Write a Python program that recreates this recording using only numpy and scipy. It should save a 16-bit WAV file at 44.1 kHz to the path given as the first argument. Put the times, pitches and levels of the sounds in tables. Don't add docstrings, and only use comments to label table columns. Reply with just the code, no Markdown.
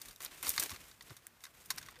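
import sys
import numpy as np
from scipy import signal
from scipy.fft import rfft, irfft
from scipy.io import wavfile

SR = 44100
rng = np.random.default_rng(int(sys.argv[2]) if len(sys.argv) > 2 else 0)


def linear_from_db(decibels):
    return 10 ** (np.asarray(decibels, float) / 20)


def output_pcm(signal):
    pcm = np.clip(np.atleast_2d(signal).T, -1, 1) * 32767
    wavfile.write(sys.argv[1], SR, np.round(pcm).astype(np.int16))


N = 88200


def rms_one(x):
    return x / np.sqrt(np.mean(x ** 2) + 1e-20)


def band_filter(x, hz, kind):
    return signal.sosfilt(signal.butter(2, hz, kind, fs=SR, output="sos"), x)


def colour(x, db_of_hz):
    size = 8192
    hz = np.maximum(np.arange(size // 2 + 1), 1) * SR / size
    log_gain = db_of_hz(hz) * np.log(10) / 20
    cepstrum = irfft(log_gain)
    cepstrum[1:size // 2] *= 2
    cepstrum[size // 2 + 1:] = 0
    response = irfft(np.exp(rfft(cepstrum)))[:size // 2]
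    return signal.fftconvolve(x, response)[:len(x)]


def table(points):
    hz, db = np.transpose(points)
    return lambda f: np.interp(np.log(f), np.log(hz), db)


def drift(rate_hz):
    r = np.exp(-2 * np.pi * rate_hz / SR)
    wander = signal.lfilter([1], [1, -2 * r, r * r], rng.standard_normal(N + SR))
    return rms_one(wander[SR:])


def air():
    # f/Hz, relative level/dB
    hiss_colour = [(40, -0.5), (100, -7), (300, -10), (700, -12), (1500, -10.5), (3000, -17.5), (7000, -21),
                   (16000, -20.5)]
    # t/s, level/dB
    rumble_level = [(0, -69), (.25, -72), (.5, -64), (.9, -67), (1.2, -69.5), (1.4, -87), (1.7, -69),
                    (2.0, -72.5)]
    hiss_db, flicker_db, flicker_hz = -66, 1.5, 13.6
    lumps_db, lumps_hz = -4.5, 1.7
    hiss = colour(rng.standard_normal(N + SR), table(hiss_colour))
    hiss = rms_one(band_filter(hiss, 30, "high")[SR:])
    rumble = rms_one(band_filter(rng.standard_normal(N + SR), [35, 168], "band")[SR:])
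    rumble_db = np.interp(np.arange(N) / SR, *np.transpose(rumble_level))
    hiss = linear_from_db(hiss_db + flicker_db * drift(flicker_hz)) * hiss
    return hiss + linear_from_db(rumble_db + lumps_db * drift(lumps_hz)) * rumble


def faint_tone():
    start_s, rise_s, pitch_hz, level_db = 1.968, .025, 500, -59
    t = np.arange(N) / SR - start_s
    swell = np.clip(t / rise_s, 0, 1)
    return linear_from_db(level_db) * swell * np.sin(2 * np.pi * pitch_hz * t)


def hooves():
    # t/s, level/dB, f/Hz (it sags from 1.2 to 0.7 times this), length/ms
    thuds = [(0.018, -59, 44.9, 125), (0.468, -50.5, 70, 45), (0.572, -53, 75, 45), (.703, -49, 88, 48),
             (1.098, -48, 130, 37), (1.715, -59, 190, 50)]
    grit_share = .45
    out = np.zeros(N + SR)
    grit = rms_one(band_filter(rng.standard_normal(N + SR), [40, 320], "band"))
    for (s, db, hz, ms), turn in zip(thuds, rng.random(len(thuds))):
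        u = np.linspace(0, 1, int(ms * SR / 1000))
        start = int(s * SR)
        cycles = hz * ms / 1000 * (1.2 * u - .25 * u * u)
        push = np.sin(2 * np.pi * (cycles + turn)) + grit_share * grit[start:start + len(u)]
        out[start:start + len(u)] += linear_from_db(db) * np.sin(np.pi * u) ** 2 * push
    return out[:N]


def leaves():
    # t/s, crackle level/dB, brightness/dB (treble up and the rest down by this)
    stir = [(0, -58.5, -0.5), (0.099, -54.5, -2), (0.203, -68, 2), (.205, -49.5, 0), (0.259, -49.5, 0),
            (.29, -57.5, -5), (0.428, -56, 0.5), (0.432, -45.5, -2), (.455, -45, -0.5), (0.496, -39, 3.5),
            (0.533, -48, 3), (0.575, -43.5, 3), (.61, -40.5, -2), (.64, -43.5, -0.5), (.675, -47.5, -1),
            (.72, -49, -1.5), (.79, -56.5, -3), (.9, -62.5, 0.5), (1.0, -64.5, -1.5), (1.11, -59.5, -2.5),
            (1.16, -69, -1.5), (1.35, -77, -5.5), (1.45, -65.5, 4), (1.53, -69, -1.5), (1.652, -58, 0),
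            (1.678, -66.5, 3.5), (1.703, -55, -5), (1.73, -54.5, -4), (1.84, -63, -5.5), (1.93, -64, -8.5),
            (2.0, -70.5, -7.5)]
    # f/Hz, relative level/dB
    leaf_colour = [(120, -16.5), (300, 1), (700, -3.5), (1100, -1.5), (2000, -1.5), (2800, -2),
                   (4500, -5.5), (9400, -2), (15500, -3)]
    grains_per_s, grain_spread_db = 16000, 3.5
    clump_db, clump_hz = 2.5, 31
    twigs_per_s, twig_db, twig_spread_db, twig_t60_ms = 70, -5, 3, 14
    s, db, tilt_db = np.transpose(stir)
    t = np.arange(N) / SR

    size = linear_from_db(grain_spread_db * np.minimum(rng.exponential(1, N), 5))
    grains = (rng.random(N) < grains_per_s / SR) * size * rng.choice([-1, 1], N)
    twigs = (rng.random(N) < twigs_per_s / SR) * linear_from_db(twig_db + rng.normal(0, twig_spread_db, N))
    swell = 1 + signal.lfilter([1], [1, -linear_from_db(-60000 / twig_t60_ms / SR)], twigs)
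    clumps = linear_from_db(clump_db * drift(clump_hz))
    crackle = rms_one(colour(grains * swell * clumps, table(leaf_colour)))

    dull = band_filter(crackle, 4000, "low")
    bright = band_filter(crackle, 4000, "high")
    tilt = linear_from_db(np.interp(t, s, tilt_db))
    return linear_from_db(np.interp(t, s, db)) * (dull / tilt - bright * tilt)


def cracks(rows, rise_ms, rattle_db, rattle_t60_ms, click):
    # f/Hz, before each twig's own scatter
    twig_hz = [1080, 1580, 2080, 3700, 4550, 5700, 6500, 9400]
    ring_db, ring_width, ring_scatter = 8, .06, .03
    splinter_db, mids_db, dip_db = .5, -14, -5
    wood_low_hz, wood_low_db = 1020, -18
    t_ms = np.arange(SR // 5) / SR * 1000
    draws = rng.standard_normal((len(rows), 2, len(t_ms)))
    rings = rng.random((len(rows), 2, len(twig_hz), 1))
    out = np.zeros(N + len(t_ms))
    for (s, db, low_db, high_db, t60_ms), (noise, grit), (strength, shift) in zip(rows, draws, rings):
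        fade = linear_from_db(-60 * t_ms / max(t60_ms, 2)) + linear_from_db(rattle_db - 60 * t_ms / rattle_t60_ms)
        rise = 1 - np.exp(-t_ms / rise_ms)
        burst = noise * linear_from_db(splinter_db * grit) * rise * fade
        burst[1] += click * np.sign(noise[0])
        valley_db = (low_db + mids_db) / 2 + dip_db
        tone = table([(wood_low_hz / 2, low_db + wood_low_db), (wood_low_hz, low_db), (2100, low_db),
                      (2800, valley_db), (3700, mids_db), (4500, mids_db), (10000, high_db)])
        ring_hz = np.array(twig_hz)[:, None] * (1 + ring_scatter * (2 * shift - 1))

        def wood(f):
            bumps = strength * np.exp(-((f / ring_hz - 1) / ring_width) ** 2)
            return tone(f) + ring_db * bumps.max(0)

        out[int(s * SR):][:len(t_ms)] += linear_from_db(db) * colour(burst, wood)
    return band_filter(out[:N], wood_low_hz / 2, "high")


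def crunches():
    # t/s, level/dB, lows near 1.7 kHz/dB, highs near 10 kHz/dB
    rows = [(0.0561, -32.5, -13, -13.5), (0.0839, -30, -15, -15), (0.1088, -34, -14, -16),
            (0.204, -29, -9, -21), (0.2527, -24, -23, -43), (0.3741, -36, -13, -20),
            (0.4274, -24, -7.5, -8), (0.4622, -26.5, -13.5, -6.5), (0.4796, -22, -19, -9.5),
            (0.562, -26.5, -8, -7.5), (0.6254, -18, -12, -13.5), (0.7031, -24.5, -10.5, -15),
            (0.743, -36, -7, -19), (1.0226, -35, -23, -16), (1.095, -32, -17.5, -31),
            (1.1043, -39, -2, -17.5), (1.1687, -36, -13, -15.5), (1.4647, -37, -6.5, -18),
            (1.658, -39.5, -15, -7.5), (1.703, -18, -9, -20.5), (1.704, -11, -16, -18),
            (1.776, -28, -10.5, -19), (1.813, -34, -10, -18), (1.8271, -29.5, -9.5, -21),
            (1.8611, -34.5, -12, -18), (1.8854, -29.5, -7.5, -25), (1.9045, -43, -16, -12),
            (1.9625, -37.5, -6.5, -38)]
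    fade_t60_ms = 45
    rows = [(*row, fade_t60_ms) for row in rows]
    return cracks(rows, rise_ms=.35, rattle_db=-31, rattle_t60_ms=200, click=0)


def snaps():
    # t/s, level/dB, lows near 1.7 kHz/dB, highs near 10 kHz/dB, fade t60/ms (at least 2 is used)
    rows = [(0.0162, -24, -26, -14.5, 27), (0.161, -29, -31, -17.5, 7.7), (0.2198, -28.5, -11.5, -6.5, 5.2),
            (0.2266, -26.5, -27, -9, 4.9), (0.2484, -23, -17, -6, 10.7), (0.2617, -16.5, -24, -50, 13),
            (0.4498, -19, -23, -20, 8), (0.4685, -14, -13, -20, 13), (0.4926, -16.5, -26, 0.5, 10.7),
            (0.5038, -17, -30, -10, 7.1), (0.5174, -29, -28, -6, 14), (0.5395, -23, -6, -29, 3.7),
            (0.5792, -6, -13, -27, 10.5), (0.5825, -13.5, -16, -30, 29), (0.5975, -13, -24.5, -9.5, 49),
            (0.6363, -22.5, -35, -4, 11.5), (0.6598, -29, -10, -16, 11), (0.6945, -18, -15, -28, 16),
            (0.7162, -21.5, -13, -27, 32), (0.7613, -25, -13, -26, 19), (0.9137, -29, -17.5, -33, 27),
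            (1.009, -27.5, -12.5, -30, 29), (1.1668, -33.5, -16.5, -14, 20),
            (1.2685, -26.5, -12.5, -6, 3.3), (1.4065, -39, -13, -19, 9.1),
            (1.4383, -26.5, -15.5, -16.5, 40), (1.4531, -23, -16.5, -28, 18), (1.762, -42, -41, 1.5, 6.7),
            (1.7817, -19, -16, -21, 38), (1.9112, -37.5, -31, -10.5, 6.8), (1.9575, -36, -8, -26, 9.1),
            (1.9895, -41, -21, -14, 9.2)]
    return cracks(rows, rise_ms=.1, rattle_db=-21, rattle_t60_ms=64, click=linear_from_db(12))


def scene():
    background = air() + faint_tone()
    movement = hooves() + leaves()
    breaking = crunches() + snaps()
    return (background + movement + breaking)[None]


def low_pass(x):
    return signal.sosfilt(signal.butter(12, 16630, fs=SR, output="sos"), x)


def record(dry):
    # f/Hz, width/Hz, gain/dB
    mic_bumps = [(2280, 500, 0.5), (10450, 400, -4), (15300, 1100, -2.5)]
    # f/Hz, gain/dB
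    top_cut = [(15300, 0), (15600, -30), (16400, -40), (16900, -70)]
    top = table(top_cut)

    def microphone(f):
        return top(f) + sum(db * np.exp(-((f - hz) / width) ** 2) for hz, width, db in mic_bumps)

    heard = colour(dry[0], microphone)
    mix = band_filter(heard, 32, "high")
    return low_pass(mix[None])


dry = scene()
out = record(dry)
output_pcm(out)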